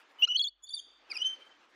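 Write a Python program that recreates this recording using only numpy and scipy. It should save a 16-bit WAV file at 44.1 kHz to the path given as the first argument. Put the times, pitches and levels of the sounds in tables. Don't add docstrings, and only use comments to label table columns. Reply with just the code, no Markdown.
import sys
import numpy as np
from scipy import signal
from scipy.io import wavfile
from scipy.ndimage import uniform_filter1d

SR = 44100
rng = np.random.default_rng(int(sys.argv[2]) if len(sys.argv) > 2 else 0)


def put_to_file(sound):
    columns = np.atleast_2d(sound).T
    safe = np.clip(columns, -1, 1)
    whole_steps = np.round(safe * 32767)
    wavfile.write(sys.argv[1], SR, whole_steps.astype(np.int16))


def amplitude_ratio(level_db):
    exponent = np.asarray(level_db, float) / 20
    return 10 ** exponent


N = 77175


def evened(x):
    return x / np.sqrt(np.mean(x ** 2) + 1e-20)


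def level(points):
    s, db = np.transpose(points)
    return amplitude_ratio(np.interp(np.arange(N) / SR, s, db))


def wobble(count, span_s):
    size = max(int(span_s * SR), 2)
    noise = rng.standard_normal(count)
    return evened(uniform_filter1d(uniform_filter1d(noise, size), size))


# t/s, level/dB
HUM_LEVEL = [(0, -106), (.29, -104), (.32, -82.5), (.7, -85), (1.15, -92), (1.2, -100), (1.25, -91),
             (1.34, -94.5), (1.37, -112), (1.42, -94), (1.75, -99)]


def hum():
    hz = 45 + 1.5 * wobble(N, 0.043)
    return np.sqrt(2) * np.sin(2 * np.pi * np.cumsum(hz) / SR) * level(HUM_LEVEL)


# t/s, level/dB
RUMBLE_LEVEL = [(0, -84), (.38, -81), (.43, -100), (.68, -92), (.72, -85), (1.4, -84), (1.45, -76),
                (1.49, -85), (1.62, -84), (1.65, -73), (1.69, -84), (1.75, -86)]


def rumble():
    lump_s, lump_db = .03, 1.5
    band = signal.butter(4, (235, 400), "band", fs=SR, output="sos")
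    low = signal.sosfilt(band, rng.standard_normal(N))
    return evened(low * amplitude_ratio(lump_db * wobble(N, lump_s))) * level(RUMBLE_LEVEL)


# f/Hz, level/dB per Hz
HISS_SPECTRUM = [(40, -33), (160, -30), (290, -9), (530, -8.5), (1200, -4.5), (3220, -12), (5280, -21.5),
                 (15000, -42)]
# t/s, level/dB
HISS_LEVEL = [(0, -63), (.136, -66.5), (.22, -61), (.3, -70.5), (.42, -77.5), (.445, -89), (.68, -81.5),
              (.75, -73.5), (1.03, -69.5), (1.11, -60.5), (1.3, -62.5), (1.75, -65.5)]


def hiss(patchy_db=2.2, gust_db=1.5, fizz_db=5):
    frames, hz = N // 256 + 5, np.fft.rfftfreq(1024, 1 / SR)
    real, imaginary, patches = rng.standard_normal((frames, 513, 3)).T
    patches = evened(uniform_filter1d(uniform_filter1d(patches, 12, 0), 10, 1))
    gusts = evened(uniform_filter1d(rng.standard_normal(frames), 12))
    flicker = evened(uniform_filter1d(rng.standard_normal(frames), 6)) - 1
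    fizz = np.interp(hz, (6500, 9500), [0, fizz_db])[:, None] * flicker
    f, db = np.transpose(HISS_SPECTRUM)
    shape = amplitude_ratio(np.interp(np.log(hz + 1), np.log(f + 1), db))[:, None]
    band = (hz > 250) & (hz < 1900)
    whole_over_band = np.sqrt(np.sum(shape ** 2) / np.sum(shape[band] ** 2))
    swing = amplitude_ratio(patchy_db * patches + gust_db * gusts + fizz)
    spectra = (real + 1j * imaginary) * shape * swing
    wash = signal.istft(spectra, nperseg=1024, noverlap=768)[1][:N]
    return evened(wash) * whole_over_band * level(HISS_LEVEL)


def space(x, tail_db, t60, treble_t60):
    first_echo_s, treble_hz, tail_top_hz = 0.0088, 5500, 11000
    taps = np.zeros(SR)
    at = np.arange(0, SR - 20, 20)
    taps[at + rng.integers(0, 20, len(at))] = rng.choice([-1., 1.], len(at))
    t = np.arange(SR) / SR
    low = signal.sosfiltfilt(signal.butter(2, treble_hz, fs=SR, output="sos"), taps)
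    decaying = low * amplitude_ratio(-60 * t / t60) + (taps - low) * amplitude_ratio(-60 * t / treble_t60)
    taps = (t > first_echo_s) * decaying
    taps = signal.sosfilt(signal.butter(4, tail_top_hz, fs=SR, output="sos"), taps)
    return x + amplitude_ratio(tail_db) * signal.fftconvolve(x, taps / np.linalg.norm(taps))[:N]


def bird(syllables, top_db, waver=.004, flutter_db=.3, breath_db=-60, top_hz=15650, ripple_db=0, strain=0):
    edge_s, round_s, shimmer_db, ripple_hz = .002, .004, 5, 135
    t = np.arange(N) / SR
    drift, out = wobble(N, 0.00087), np.zeros(N)
    shimmer = [wobble(N, .0025) for _ in range(4)]
    band = signal.butter(5, [2500, 9500], "band", fs=SR, output="sos")
    air = evened(signal.sosfilt(band, rng.standard_normal(N)))
    for rows in syllables:
        s, hz, db, octave_db = np.transpose(rows)
        on = (t > s[0] - edge_s) & (t < s[-1] + edge_s)
        u = t[on]

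        def rounded(d):
            return amplitude_ratio(uniform_filter1d(np.interp(u, s, d), round(round_s * SR), mode="nearest"))

        main, second = rounded(db), rounded(octave_db)
        pitch = np.interp(u, s, hz) * (1 + waver * drift[on])
        phase = 2 * np.pi * np.cumsum(pitch) / SR
        upper = np.zeros(len(u))
        for k, d, w in zip((3, 4, 5), top_db, shimmer):
            overtone = amplitude_ratio(d + shimmer_db * w[on]) * np.sin(k * phase) * (k * pitch < top_hz)
            upper += overtone * (second / second.max()) ** (strain * (k - 3))
        tone = main * np.sin(phase)
        tone += second * amplitude_ratio(shimmer_db / 2 * shimmer[0][on]) * np.sin(2 * phase)
        tone += np.sqrt(main * second) * upper
        tone += amplitude_ratio(breath_db) * (main + second) * air[on]
        edge = np.clip(np.minimum(u - u[0], u[-1] - u) / (2 * edge_s), 0, 1)
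        fade = np.sin(np.pi / 2 * edge) ** 2
        ripple = ripple_db * np.cos(2 * np.pi * ripple_hz * (u - s[1]))
        out[on] += np.sqrt(2) * tone * fade * amplitude_ratio(flutter_db * shimmer[3][on] + ripple)
    return out


# t/s, f/Hz, level/dB, octave level/dB
FAR_LOW = [
    [(0.624, 3400, -77, -77), (0.64, 3442, -53, -49.5), (0.65, 3440, -54.5, -54), (0.668, 3625, -62, -102)],
    [(.676, 3160, -57, -71), (.682, 3680, -48, -84), (.686, 3490, -62, -69), (.691, 3570, -48, -77),
     (.699, 3720, -50, -91)],
    [(.702, 3397, -48, -78), (.708, 3486, -46.5, -60), (.716, 3430, -49, -54), (.722, 3530, -50, -71),
     (.728, 3580, -43.5, -60), (.733, 3574, -57, -69), (.74, 3633, -42, -90), (.748, 3516, -47, -90),
     (.757, 3330, -61, -74)],
    [(.76, 3620, -53, -81), (.766, 3626, -44.5, -65), (.772, 3627, -38, -59.5), (.779, 3527, -33.5, -60.5),
     (.785, 3550, -54, -64.5)],
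    [(.785, 3496, -52, -47), (.79, 3254, -49.5, -55.5), (.796, 3172, -42, -50), (.802, 3490, -45.5, -57.5),
     (.808, 3520, -67, -71)],
]


def far_bird_low():
    low = bird(FAR_LOW[1:], [-16, -70, -70], waver=0.0038, flutter_db=2.5, breath_db=-44, top_hz=11500)
    return low + bird(FAR_LOW[:1], [-17, -27, -70])


# t/s, f/Hz, level/dB, octave level/dB
FAR_HIGH = [
    [(.666, 4590, -64, -87), (.673, 4510, -51, -71), (.679, 4330, -63, -100)],
    [(.686, 4560, -72, -72), (.695, 4594, -38.5, -51), (.702, 4600, -63, -58)],
    [(.732, 4690, -52.5, -86), (.738, 4670, -34.5, -75), (.744, 4682, -31.5, -52.5),
     (.748, 4570, -33.5, -50), (.751, 4620, -46, -45.5), (.758, 4490, -42, -51.5), (.764, 4520, -65, -65.5)],
]


def far_bird_high():
    return bird(FAR_HIGH, [-16, -70, -70], top_hz=11500)


# centre t/s, length/s, level/dB
TAIL_SWELLS = [
    (1.406, 0.023, -55.5),
    (1.425, 0.033, -51.5),
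    (1.472, 0.033, -57.5),
    (1.52, .04, -61),
    (1.555, .04, -67.5),
]


def tail_swells():
    t = np.arange(N) / SR
    swell = np.zeros(N)
    for s, length, db in TAIL_SWELLS:
        swell += amplitude_ratio(db) * np.cos(np.pi * np.clip((t - s) / length, -.5, .5)) ** 2
    hz = 3090 * (1 + 0.0057 * wobble(N, 0.0049))
    return np.sqrt(2) * swell * np.sin(2 * np.pi * np.cumsum(hz) / SR)


# t/s, f/Hz, level/dB, octave level/dB
MID_FALL = [
    [(1.098, 2620, -58, -61.5), (1.104, 2582, -46, -44), (1.109, 2480, -48, -50.5), (1.113, 2414, -54, -39),
     (1.118, 2382, -33.5, -32.5), (1.122, 2283, -40.5, -45), (1.125, 2200, -41.5, -55),
     (1.13, 2060, -44, -52.5)],
    [(1.134, 2854, -63.5, -57.5), (1.146, 2808, -53.5, -52), (1.152, 2712, -47, -56),
     (1.157, 2700, -39.5, -41.5), (1.163, 2446, -42.5, -55), (1.17, 2443, -35.5, -36.5),
     (1.177, 2510, -48.5, -39.5), (1.181, 2830, -43, -52)],
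]
# t/s, f/Hz, level/dB, octave level/dB
MID_SLIP = [
    [(1.129, 1398, -54.5, -63), (1.139, 1230, -54.5, -57)],
    [(1.236, 4080, -59.5, -85), (1.247, 3574, -50, -90)],
]


def middle_bird_fall():
    return bird(MID_FALL + MID_SLIP, [-31, -25, -70], waver=.012, flutter_db=1.5, breath_db=-39)


# t/s, f/Hz, level/dB, octave level/dB
MID_RISE = [
    [(1.181, 2920, -58, -59), (1.185, 3040, -41.5, -67.5), (1.196, 2883, -48.5, -53),
     (1.209, 2866, -36, -46), (1.214, 2883, -42, -49), (1.219, 2968, -26.5, -50), (1.228, 3065, -27.5, -64),
     (1.234, 3140, -38.5, -70), (1.242, 3100, -42.5, -80)],
    [(1.242, 3044, -42.5, -63.5), (1.249, 3046, -27, -54.5), (1.269, 3099, -27.5, -39.5),
     (1.289, 3086, -38.5, -57), (1.307, 3115, -36.5, -56.5), (1.326, 3090, -46.5, -63),
     (1.334, 3090, -37, -67), (1.345, 3090, -51, -60.5), (1.358, 2990, -64, -81.5)],
]


def middle_bird_rise():
    return bird(MID_RISE, [-28, -70, -37], flutter_db=0.6, strain=.25)


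# t/s, f/Hz, level/dB, octave level/dB
NEAR_LEAD = [
    [(.186, 2990, -56, -89.5), (.196, 2975, -45.5, -69.5), (.211, 2980, -45, -72), (.218, 3100, -37, -64),
     (.221, 3100, -36.5, -63.5), (.225, 3430, -37, -110)],
]
# t/s, f/Hz, level/dB, octave level/dB
NEAR_LOUD = [
    [(.221, 2740, -36, -60), (.225, 2780, -19.5, -48), (.233, 2850, -18.5, -47), (.248, 2950, -19.5, -43),
     (.252, 3120, -31, -46), (.258, 3100, -54, -72)],
]
# t/s, f/Hz, level/dB, octave level/dB
NEAR_LOW = [
    [(.285, 2880, -40, -58), (.289, 2920, -32, -52), (.298, 2930, -33, -53), (.305, 2990, -28.5, -52),
     (.318, 2830, -29, -46), (.323, 3050, -28, -52), (.332, 2960, -37, -62), (.339, 2930, -34, -58),
     (.344, 2700, -42, -52)],
    [(.345, 2800, -38, -54), (.35, 2960, -28, -48), (.355, 2970, -28, -46), (.36, 3010, -22.5, -42),
     (.365, 3150, -22, -43), (.372, 3380, -36, -58)],
]
# t/s, f/Hz, level/dB, octave level/dB
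NEAR_MID = [
    [(0.394, 3307, -24, -75), (0.4, 3346, -27.5, -47), (0.408, 3302, -27, -49.5),
     (0.418, 3420, -22.5, -56.5), (0.423, 3510, -68, -59)],
    [(0.441, 3500, -29, -51.5), (0.453, 3342, -32, -48), (0.465, 3274, -38, -56),
     (0.475, 3590, -30.5, -51.5), (0.483, 3600, -47, -81.5)],
]
# t/s, f/Hz, level/dB, octave level/dB
NEAR_HIGH = [
    [(.25, 3865, -36.5, -84), (.255, 4320, -53.5, -103), (.261, 4115, -62, -100)],
    [(.369, 4160, -32, -76.5), (.373, 4375, -32, -82.5), (.382, 4434, -35.5, -75.5),
     (.385, 3970, -34.5, -56), (.388, 4350, -29.5, -57), (.392, 4330, -37.5, -65), (.396, 3740, -31, -55.5)],
    [(.421, 4370, -32.5, -70.5), (.425, 4440, -34, -65), (.437, 4374, -36, -56), (.44, 4200, -30, -67.5),
     (.443, 3550, -49, -76)],
    [(.48, 4404, -41.5, -80.5), (.487, 4460, -38, -65.5), (.498, 4460, -63, -93.5)],
]
# t/s, f/Hz, level/dB, octave level/dB
NEAR_CROAK = [
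    [(.274, 1265, -52.5, -43), (.28, 1390, -42.5, -49), (.288, 1430, -56, -62.5)],
]


def near_bird():
    whistle = bird(NEAR_LOUD + NEAR_LOW + NEAR_HIGH, [-45, -41, -44], ripple_db=.55)
    whistle = whistle + bird(NEAR_MID, [-47, -31, -50])
    lead = bird(NEAR_LEAD, [-26, -17, -14])
    croak = bird(NEAR_CROAK, [-3, -3, -10])
    return whistle + lead + croak


def scene():
    near, far_low = near_bird(), far_bird_low()
    far_high = space(far_bird_high(), tail_db=-18, t60=.73, treble_t60=.28)
    rise, fall = middle_bird_rise(), middle_bird_fall()
    birds = space(near, tail_db=-37.5, t60=.45, treble_t60=.13)
    birds = birds + space(far_low, tail_db=-15, t60=.73, treble_t60=.28) + far_high
    birds = birds + space(rise, tail_db=-23, t60=.35, treble_t60=.45) + tail_swells()
    birds = birds + space(fall, tail_db=-18, t60=.38, treble_t60=.4)
    return (birds + hiss() + hum() + rumble())[None]


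def band_limit(x):
    return signal.sosfilt(signal.butter(12, 15660, fs=SR, output="sos"), x)


def record(dry):
    return band_limit(dry)


dry = scene()
out = record(dry)
put_to_file(out)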